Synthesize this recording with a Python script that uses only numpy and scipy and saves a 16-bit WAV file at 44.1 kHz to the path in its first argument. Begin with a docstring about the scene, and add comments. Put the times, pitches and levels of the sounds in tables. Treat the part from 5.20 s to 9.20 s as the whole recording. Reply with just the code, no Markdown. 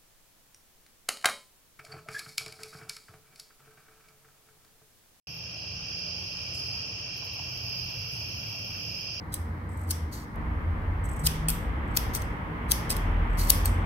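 """Two crowds of crickets trill in the night: tree crickets near 2.7 kHz, ground crickets near 5 kHz.
Each stroke of their wings makes a short tone, and nearer crickets stand out in brief trills.
A meadow katydid scrapes its wings near 12 kHz: it buzzes, rests, ticks three times and buzzes again.
Another katydid lisps twice, and soft taps sound among the leaves, which scatter the nearer sounds.
Far katydids hiss all the while, and distant traffic rumbles underneath."""
import sys
import numpy as np
from scipy import signal
from scipy.io import wavfile

SR = 44100
rng = np.random.default_rng(int(sys.argv[2]) if len(sys.argv) > 2 else 0)


def materialize(psi):
    """Save the field psi as 16-bit PCM at rate SR to the path in sys.argv[1].

    A 1-D psi becomes a single channel; in a 2-D psi each row is a channel.
    """
    bounded = np.clip(np.atleast_2d(psi).T, -1, 1)
    quanta = np.round(bounded * 32767).astype(np.int16)
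    wavfile.write(sys.argv[1], SR, quanta)


N = 176400
T = np.arange(N) / SR

# How loud each cricket crowd is across its pitches: f/Hz, relative level/dB
TREE_CROWD = [(2230, -15), (2310, -7), (2420, -2.5), (2550, -2.5), (2720, -2), (2900, -4), (3080, -5.5),
              (3250, -8.5), (3350, -12.5)]
GROUND_CROWD = [(4000, -36.5), (4250, -19.5), (4450, -16.5), (4650, -7), (4830, -4), (5050, -1.5),
                (5250, -1.5), (5550, -5.5), (5800, -16.5), (6000, -16), (6350, -17.5), (6600, -28),
                (6950, -31)]
# Steady crickets: f/Hz, strokes/Hz, level/dB, pan/dB (left minus right), phase wander/rad
SINGERS = [(2422, 60, -58.5, -7, 1.5), (2720, 60.5, -49.5, -5, 1.7), (3121, 43, -60.5, -3, 1.2),
           (3215, 94, -58.5, -6, 1.1), (5170, 69, -54, -9, 2.2), (6385, 50, -67, -6, 1.5),
           (6765, 45, -74, 3, 1.7)]
# The meadow katydid's buzzes: start t/s, end t/s, rise t/s, level/dB
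BUZZES = [(-.3, 0.203, .1, -57), (2.118, 3.85, 0.25, -57.5)]
# Its single ticks: t/s, level/dB
TICKS = [(1.974, -53), (2.052, -52), (2.142, -52.5)]
# Where its wing rings: f/Hz, width/Hz, relative level/dB, depth of pulsing (0-1)
WING_RINGS = [(11960, 400, -6.5, 0.2), (12450, 1100, -4, 0), (13500, 1600, -10, 0)]
# Tone colour of the far katydids' hiss: f/Hz, relative level/dB
HISS_COLOUR = [(7000, 16), (7600, -29), (8300, -7.5), (9000, -24), (9800, -5), (10800, 4), (11800, 3.5),
               (12600, -1), (13600, 0), (15000, -3), (15900, -10)]
# Its loudness over time: t/s, level/dB
HISS_LEVEL = [(0, -61), (.5, -66), (1, -64.5), (1.5, -63), (1.85, -65.5), (2.5, -65), (3.7, -67), (4, -64)]
# Which way hiss and lisps lean: f/Hz, pan/dB
HISS_PAN = [(7500, 17), (9500, -7), (11000, -2), (12000, 0), (13000, 4), (15500, 4)]
# Tone colours of night air, traffic rumble and a swell of traffic: f/Hz, relative level/dB
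AIR_COLOUR = [(200, -17.5), (290, -1.5), (390, -5), (580, -1.5), (940, -6.5), (1500, -9), (2100, -12.5),
              (3600, -10.5), (5000, -40), (7000, -54)]
RUMBLE_COLOUR = [(20, -33), (32, -37), (48, -9), (64, -5.5), (95, 4), (124, -9), (146, -0.5), (177, -10.5),
                 (240, -21.5)]
SWELL_COLOUR = [(170, 7), (250, 1), (400, 2.5), (560, -6.5)]
# Loudness of rumble and swell over time: t/s, level/dB
RUMBLE_LEVEL = [(0, -46.5), (.5, -46.5), (1.6, -46), (1.8, -49), (2.25, -45), (3, -44), (4, -45)]
SWELL_LEVEL = [(0, -59.5), (1.55, -58.5), (1.7, -52), (1.8, -63), (2.9, -78), (3.2, -59), (3.75, -56.5),
               (4, -60)]
# Which way air and traffic noise lean: f/Hz, pan/dB
LOW_PAN = [(30, 2.5), (130, -2), (250, 0), (500, 1), (1000, -1.5), (4000, -7)]
# How alike noise is at the two ears: f/Hz, likeness (0-1)
EAR_LIKENESS = [(30, 0.98), (130, 0.98), (250, 0.68), (500, 0.65), (1000, 0.12), (2500, .05),
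                (15000, 0.084)]
# The drones of two distant engines: t/s, f/Hz, level/dB
LOW_ENGINE = [(0, 120, -46.5), (1.1, 120.6, -56.5), (1.35, 122.9, -48.5), (1.8, 123, -57),
              (2.25, 121, -47.5), (2.8, 120, -48), (3.2, 113, -48.5), (3.75, 107, -50), (4, 99.4, -52)]
HIGH_ENGINE = [(0, 158.9, -51), (.5, 166, -51.5), (1, 171.5, -55.5), (1.7, 164.4, -59), (2.3, 162, -84),
               (2.8, 153.5, -59), (4, 153.3, -66)]
# A farther cricket's low chirps, and near crickets' trills: start t/s, length/s, f/Hz, level/dB, pan/dB
CHIRPS = [(0.294, .32, 4120, -57.5, -4), (.73, 0.44, 4360, -56, 5), (1.305, .4, 4250, -61, -1),
          (1.87, .42, 4100, -59, -5), (2.402, .42, 4340, -55, 8), (2.93, 0.3, 4260, -58, -9)]
TRILLS = [(.31, 0.29, 4940, -46, -13), (0.63, 0.41, 4920, -40.5, -10), (1.03, 0.27, 4840, -45, -15),
          (1.298, 0.4, 5000, -38.5, -6), (1.37, .31, 4890, -53, -8), (1.34, 0.35, 4520, -51, -1),
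          (2.268, 0.39, 4830, -44, -10), (2.416, 0.3, 4960, -40, -6), (2.68, 0.41, 4930, -46, -10),
          (3.55, 0.46, 5035, -41, -19), (3.745, 0.35, 4830, -45, -1)]
# Soft taps among the leaves: t/s, f/Hz, level/dB
TAPS = [(1.155, 1650, -58), (1.617, 1410, -56), (2.03, 870, -48.5), (2.197, 790, -50), (2.326, 1150, -55),
        (3.016, 705, -49), (3.035, 970, -62), (3.553, 1560, -54), (3.952, 11840, -62.5)]
# The second katydid's lisps: peak t/s, relative level/dB
LISPS = [(1.349, -47), (2.923, -45.5)]
# Their tone colour: f/Hz, relative level/dB
LISP_COLOUR = [(5500, -25), (7000, -3), (7900, 0), (9000, -5), (10200, -2), (11800, -1), (12800, -6),
               (14000, -16), (15500, -24)]


def from_db(db):
    """Turn decibels into a number to multiply by."""
    return 10 ** (np.asarray(db) / 20)


def rms_one(x):
    """Scale a signal so that its typical size (rms) is 1."""
    return x / np.sqrt(np.mean(x ** 2) + 1e-20)


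def in_time(rows):
    """Join a table's points with straight lines: one curve for each column after the time."""
    times, *columns = np.transpose(rows)
    return [np.interp(T, times, column) for column in columns]


def at_hz(rows, hz):
    """Look up a table's value at one pitch, with octaves evenly spaced."""
    pitches, values = np.transpose(rows)
    return np.interp(np.log(hz), np.log(pitches), values)


def drift(rate_hz):
    """A smooth random wobble of size about 1; a higher rate wobbles faster."""
    step, warm_up = 40, 2000
    r = np.exp(-2 * np.pi * rate_hz * step / SR)
    noise = rng.standard_normal(N // step + warm_up + 2)
    slow = signal.lfilter([1], [1, -2 * r, r * r], noise)[warm_up:]
    return np.interp(np.arange(N) / step, np.arange(len(slow)), rms_one(slow))


def panned(pan_db):
    """Lean a sound left (+) or right (-), keeping its total power."""
    return rms_one(from_db([[pan_db / 2], [-pan_db / 2]]))


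def gate(start, end, rise=.08, fall=.08):
    """Fade in, hold and fade out; times are in seconds."""
    return np.clip((T - start) / rise, 0, 1) * np.clip((end - T) / fall, 0, 1)


def blip(peak_s, width_s):
    """A quick, bell-shaped rise and fall."""
    return np.exp(-.5 * ((T - peak_s) / width_s) ** 2)


def ring(x, hz, width_hz, edge_cut=1):
    """Make x ring around one pitch; an edge_cut of 1 removes the very lowest and highest pitches."""
    r = np.exp(-np.pi * width_hz / SR)
    return signal.lfilter([1, 0, -edge_cut], [1, -2 * r * np.cos(2 * np.pi * hz / SR), r * r], x)


def banded_noise(colour, pan, flicker_db, bands):
    """Stereo noise made of pitch bands that each flicker on their own."""
    edges = np.geomspace(colour[0][0], colour[-1][0], bands + 1)
    white = rng.standard_normal((2, 2, N))
    out = 0
    for k, (low, high) in enumerate(zip(edges, edges[1:])):
        band = signal.butter(2, [low, high], "band", fs=SR, output="sos")
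        shared, opposite = signal.sosfilt(band, white[k % 2])
        hz = np.sqrt(low * high)
        alike = at_hz(EAR_LIKENESS, hz)
        gain = from_db(at_hz(colour, hz) + flicker_db * drift(12.3)) * panned(at_hz(pan, hz))
        out += gain * (np.sqrt(1 + alike) * shared + np.sqrt(1 - alike) * opposite * [[1], [-1]])
    return rms_one(out)


def leaves(x, echo_db, decay_s=.78):
    """Countless tiny echoes off the leaves, different at each ear, fading at 60 dB per decay_s."""
    t = T[:SR // 2]
    echoes = rng.standard_normal((2, len(t))) * from_db(-60 * t / decay_s)
    echoes /= np.sqrt(np.sum(echoes ** 2, axis=1, keepdims=True))
    x = x * np.ones((2, 1))
    wet = from_db(echo_db)
    return (x + wet * signal.fftconvolve(x, echoes, axes=1)[:, :N]) / np.hypot(1, wet)


def cricket(hz, strokes_per_s, duty, sag, unsteady):
    """Each wing stroke is a short tone that sags in pitch; duty is the share of time it sounds."""
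    strokes = np.cumsum(strokes_per_s * (1 + unsteady * drift(3.98))) / SR + rng.random()
    progress = np.minimum(strokes % 1 / duty, 1)
    # each stroke reaches each ear at a random point in its wave
    offsets = rng.uniform(0, 2 * np.pi, (2, N // 200))[:, strokes.astype(int)]
    phase = 2 * np.pi * np.cumsum(hz * (1 + sag * (.5 - progress))) / SR
    return rms_one(np.sin(np.pi * progress) * np.sin(phase + offsets))


def cricket_crowd(loudness, strokes_per_s, duty, sag, swell_db, count):
    """Many crickets spread over a range of pitches, each with its own tempo and slow swell."""
    out = 0
    for hz in np.linspace(loudness[0][0], loudness[-1][0], count):
        song = cricket(hz, strokes_per_s * rng.uniform(.6, 1.4), duty, sag, unsteady=.03)
        out += song * from_db(at_hz(loudness, hz) + swell_db * drift(4.1))
    return rms_one(out)


def ringing_cricket(hz, strokes_per_s, depth, wander_rad):
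    """Strokes run together into one throbbing tone, whose wave shifts on the way to each ear."""
    strokes = np.cumsum(strokes_per_s * (1 + .024 * drift(5))) / SR + rng.random()
    wander = wander_rad * np.array([drift(14), drift(14)]) + rng.uniform(0, 2 * np.pi, (2, 1))
    throb = 1 + depth * np.cos(2 * np.pi * strokes)
    return rms_one(throb * np.sin(2 * np.pi * hz * T + wander))


def steady_crickets():
    """Seven throbbing singers and one ground cricket with short, crisp strokes sing without a break."""
    singers = sum(from_db(db) * panned(pan) * ringing_cricket(hz, rate, depth=.58, wander_rad=wander)
                  for hz, rate, db, pan, wander in SINGERS)
    crisp = cricket(hz=5700, strokes_per_s=67.4, duty=.45, sag=.06, unsteady=.005)
    return singers + from_db(-53) * panned(-9) * crisp


def meadow_katydid():
    """Tiny teeth strike the wing and ring it with a note and a rasp, in ticks or a slowing buzz."""
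    ticks = sum(from_db(db) * blip(s, width_s=.009) for s, db in TICKS)
    buzz = sum(from_db(db) * gate(start, end, rise, fall=.021) for start, end, rise, db in BUZZES)
    strokes_per_s, slowing_per_s2 = 33.6, 1.05
    t = T - 3  # the buzz passes through that tempo at 3 s
    stroke = np.cos(2 * np.pi * (strokes_per_s * t - .5 * slowing_per_s2 * t ** 2))
    note_hz, wander = 12070, 2.1 * np.array([drift(40), drift(40)])
    note = from_db(-4.5) * rms_one(np.sin(2 * np.pi * note_hz * T + wander))
    note *= ticks + buzz * rms_one((1 + stroke) ** 2)
    rasp = 0
    for hz, width_hz, db, depth in WING_RINGS:
        wing = rms_one(ring(rng.standard_normal((2, N)), hz, width_hz))
        rasp += from_db(db) * wing * (ticks + buzz * rms_one((1 + depth * stroke) ** 2))
    rasp = signal.sosfilt(signal.butter(4, 10800, "high", fs=SR, output="sos"), rasp)
    return panned(1.5) * leaves(note + rasp, echo_db=-5.5)


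def far_katydids():
    """Many far songs merge into one high hiss."""
    hiss = banded_noise(HISS_COLOUR, HISS_PAN, flicker_db=2.5, bands=12)
    return from_db(in_time(HISS_LEVEL)[0]) * hiss


def night_air():
    """A soft, even rush of air."""
    return from_db(-51) * banded_noise(AIR_COLOUR, LOW_PAN, flicker_db=1.7, bands=14)


def engine(curve, flutter_db, waver):
    """Only the firing tone of a far engine carries, fluttering on the way."""
    hz, db = in_time(curve)
    level = from_db(db + flutter_db * drift(14))
    phase = 2 * np.pi * np.cumsum(hz * (1 + waver * drift(7.44))) / SR
    return level * rms_one(np.sin(phase))


def traffic():
    """Distant traffic: a deep rumble, a swell a little above it and two droning engines."""
    rumble = banded_noise(RUMBLE_COLOUR, LOW_PAN, flicker_db=1.5, bands=10)
    rumble *= from_db(in_time(RUMBLE_LEVEL)[0])
    swell = banded_noise(SWELL_COLOUR, LOW_PAN, flicker_db=.5, bands=3)
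    swell *= from_db(in_time(SWELL_LEVEL)[0])
    low_drone = engine(LOW_ENGINE, flutter_db=1.5, waver=.0282)
    high_drone = engine(HIGH_ENGINE, flutter_db=2, waver=.0094)
    return rumble + swell + low_drone + high_drone


def chirps_and_trills():
    """Short runs of wing strokes: low chirps half blend into the crowd, near trills stand clear."""
    chirps = sum(from_db(db) * panned(pan) * gate(s, s + length)
                 * cricket(hz, strokes_per_s=45, duty=.8, sag=.055, unsteady=.034)
                 for s, length, hz, db, pan in CHIRPS)
    trills = sum(from_db(db) * panned(pan) * gate(s, s + length)
                 * ringing_cricket(hz, strokes_per_s=45, depth=.45, wander_rad=1.9)
                 for s, length, hz, db, pan in TRILLS)
    return leaves(chirps + trills, echo_db=-11, decay_s=.5)


def taps():
    """Each tap is a brief, dull knock around its own pitch."""
    out = 0
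    for s, hz, db in TAPS:
        knock = rng.standard_normal(N)
        for _ in range(2):
            knock = ring(knock, hz, width_hz=.43 * hz, edge_cut=1.09)
        out += from_db(db) * rms_one(knock) * blip(s, width_s=.0062)
    return leaves(out, echo_db=-8)


def lisping_katydid():
    """One quick, broad scrape of the wings at a time, trailing off among the plants."""
    rise_s, fall_s = .01, .042
    level = sum(from_db(db) * np.exp(-np.maximum((s - T) / rise_s, (T - s) / fall_s)) for s, db in LISPS)
    scrape = banded_noise(LISP_COLOUR, HISS_PAN, flicker_db=7.5, bands=8)
    return from_db(-2.5) * leaves(level * scrape, echo_db=-5, decay_s=1)


def scene():
    """All the insects over the distant traffic."""
    tree = cricket_crowd(TREE_CROWD, strokes_per_s=32, duty=.96, sag=.0153, swell_db=1.2, count=26)
    ground = cricket_crowd(GROUND_CROWD, strokes_per_s=48, duty=.94, sag=.025, swell_db=.5, count=44)
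    crowds = from_db(-44.5) * panned(-2) * tree + from_db(-39) * panned(-1.5) * ground
    return (crowds + steady_crickets() + meadow_katydid() + far_katydids() + night_air() + traffic()
            + chirps_and_trills() + taps() + lisping_katydid())


def record(dry):
    """The sound starts suddenly, then grows to full level; the highest treble is cut."""
    start_s, grow_s, cutoff_hz = .07, .68, 15650
    opening = np.clip((T - start_s) / .0019, from_db(-63), 1)
    growth = from_db(-4 * np.clip(1 - (T - start_s) / grow_s, 0, 1))
    treble_cut = signal.ellip(12, .1, 80, cutoff_hz, fs=SR, output="sos")
    return signal.sosfilt(treble_cut, dry * opening * growth)


dry = scene()
out = record(dry)
materialize(out)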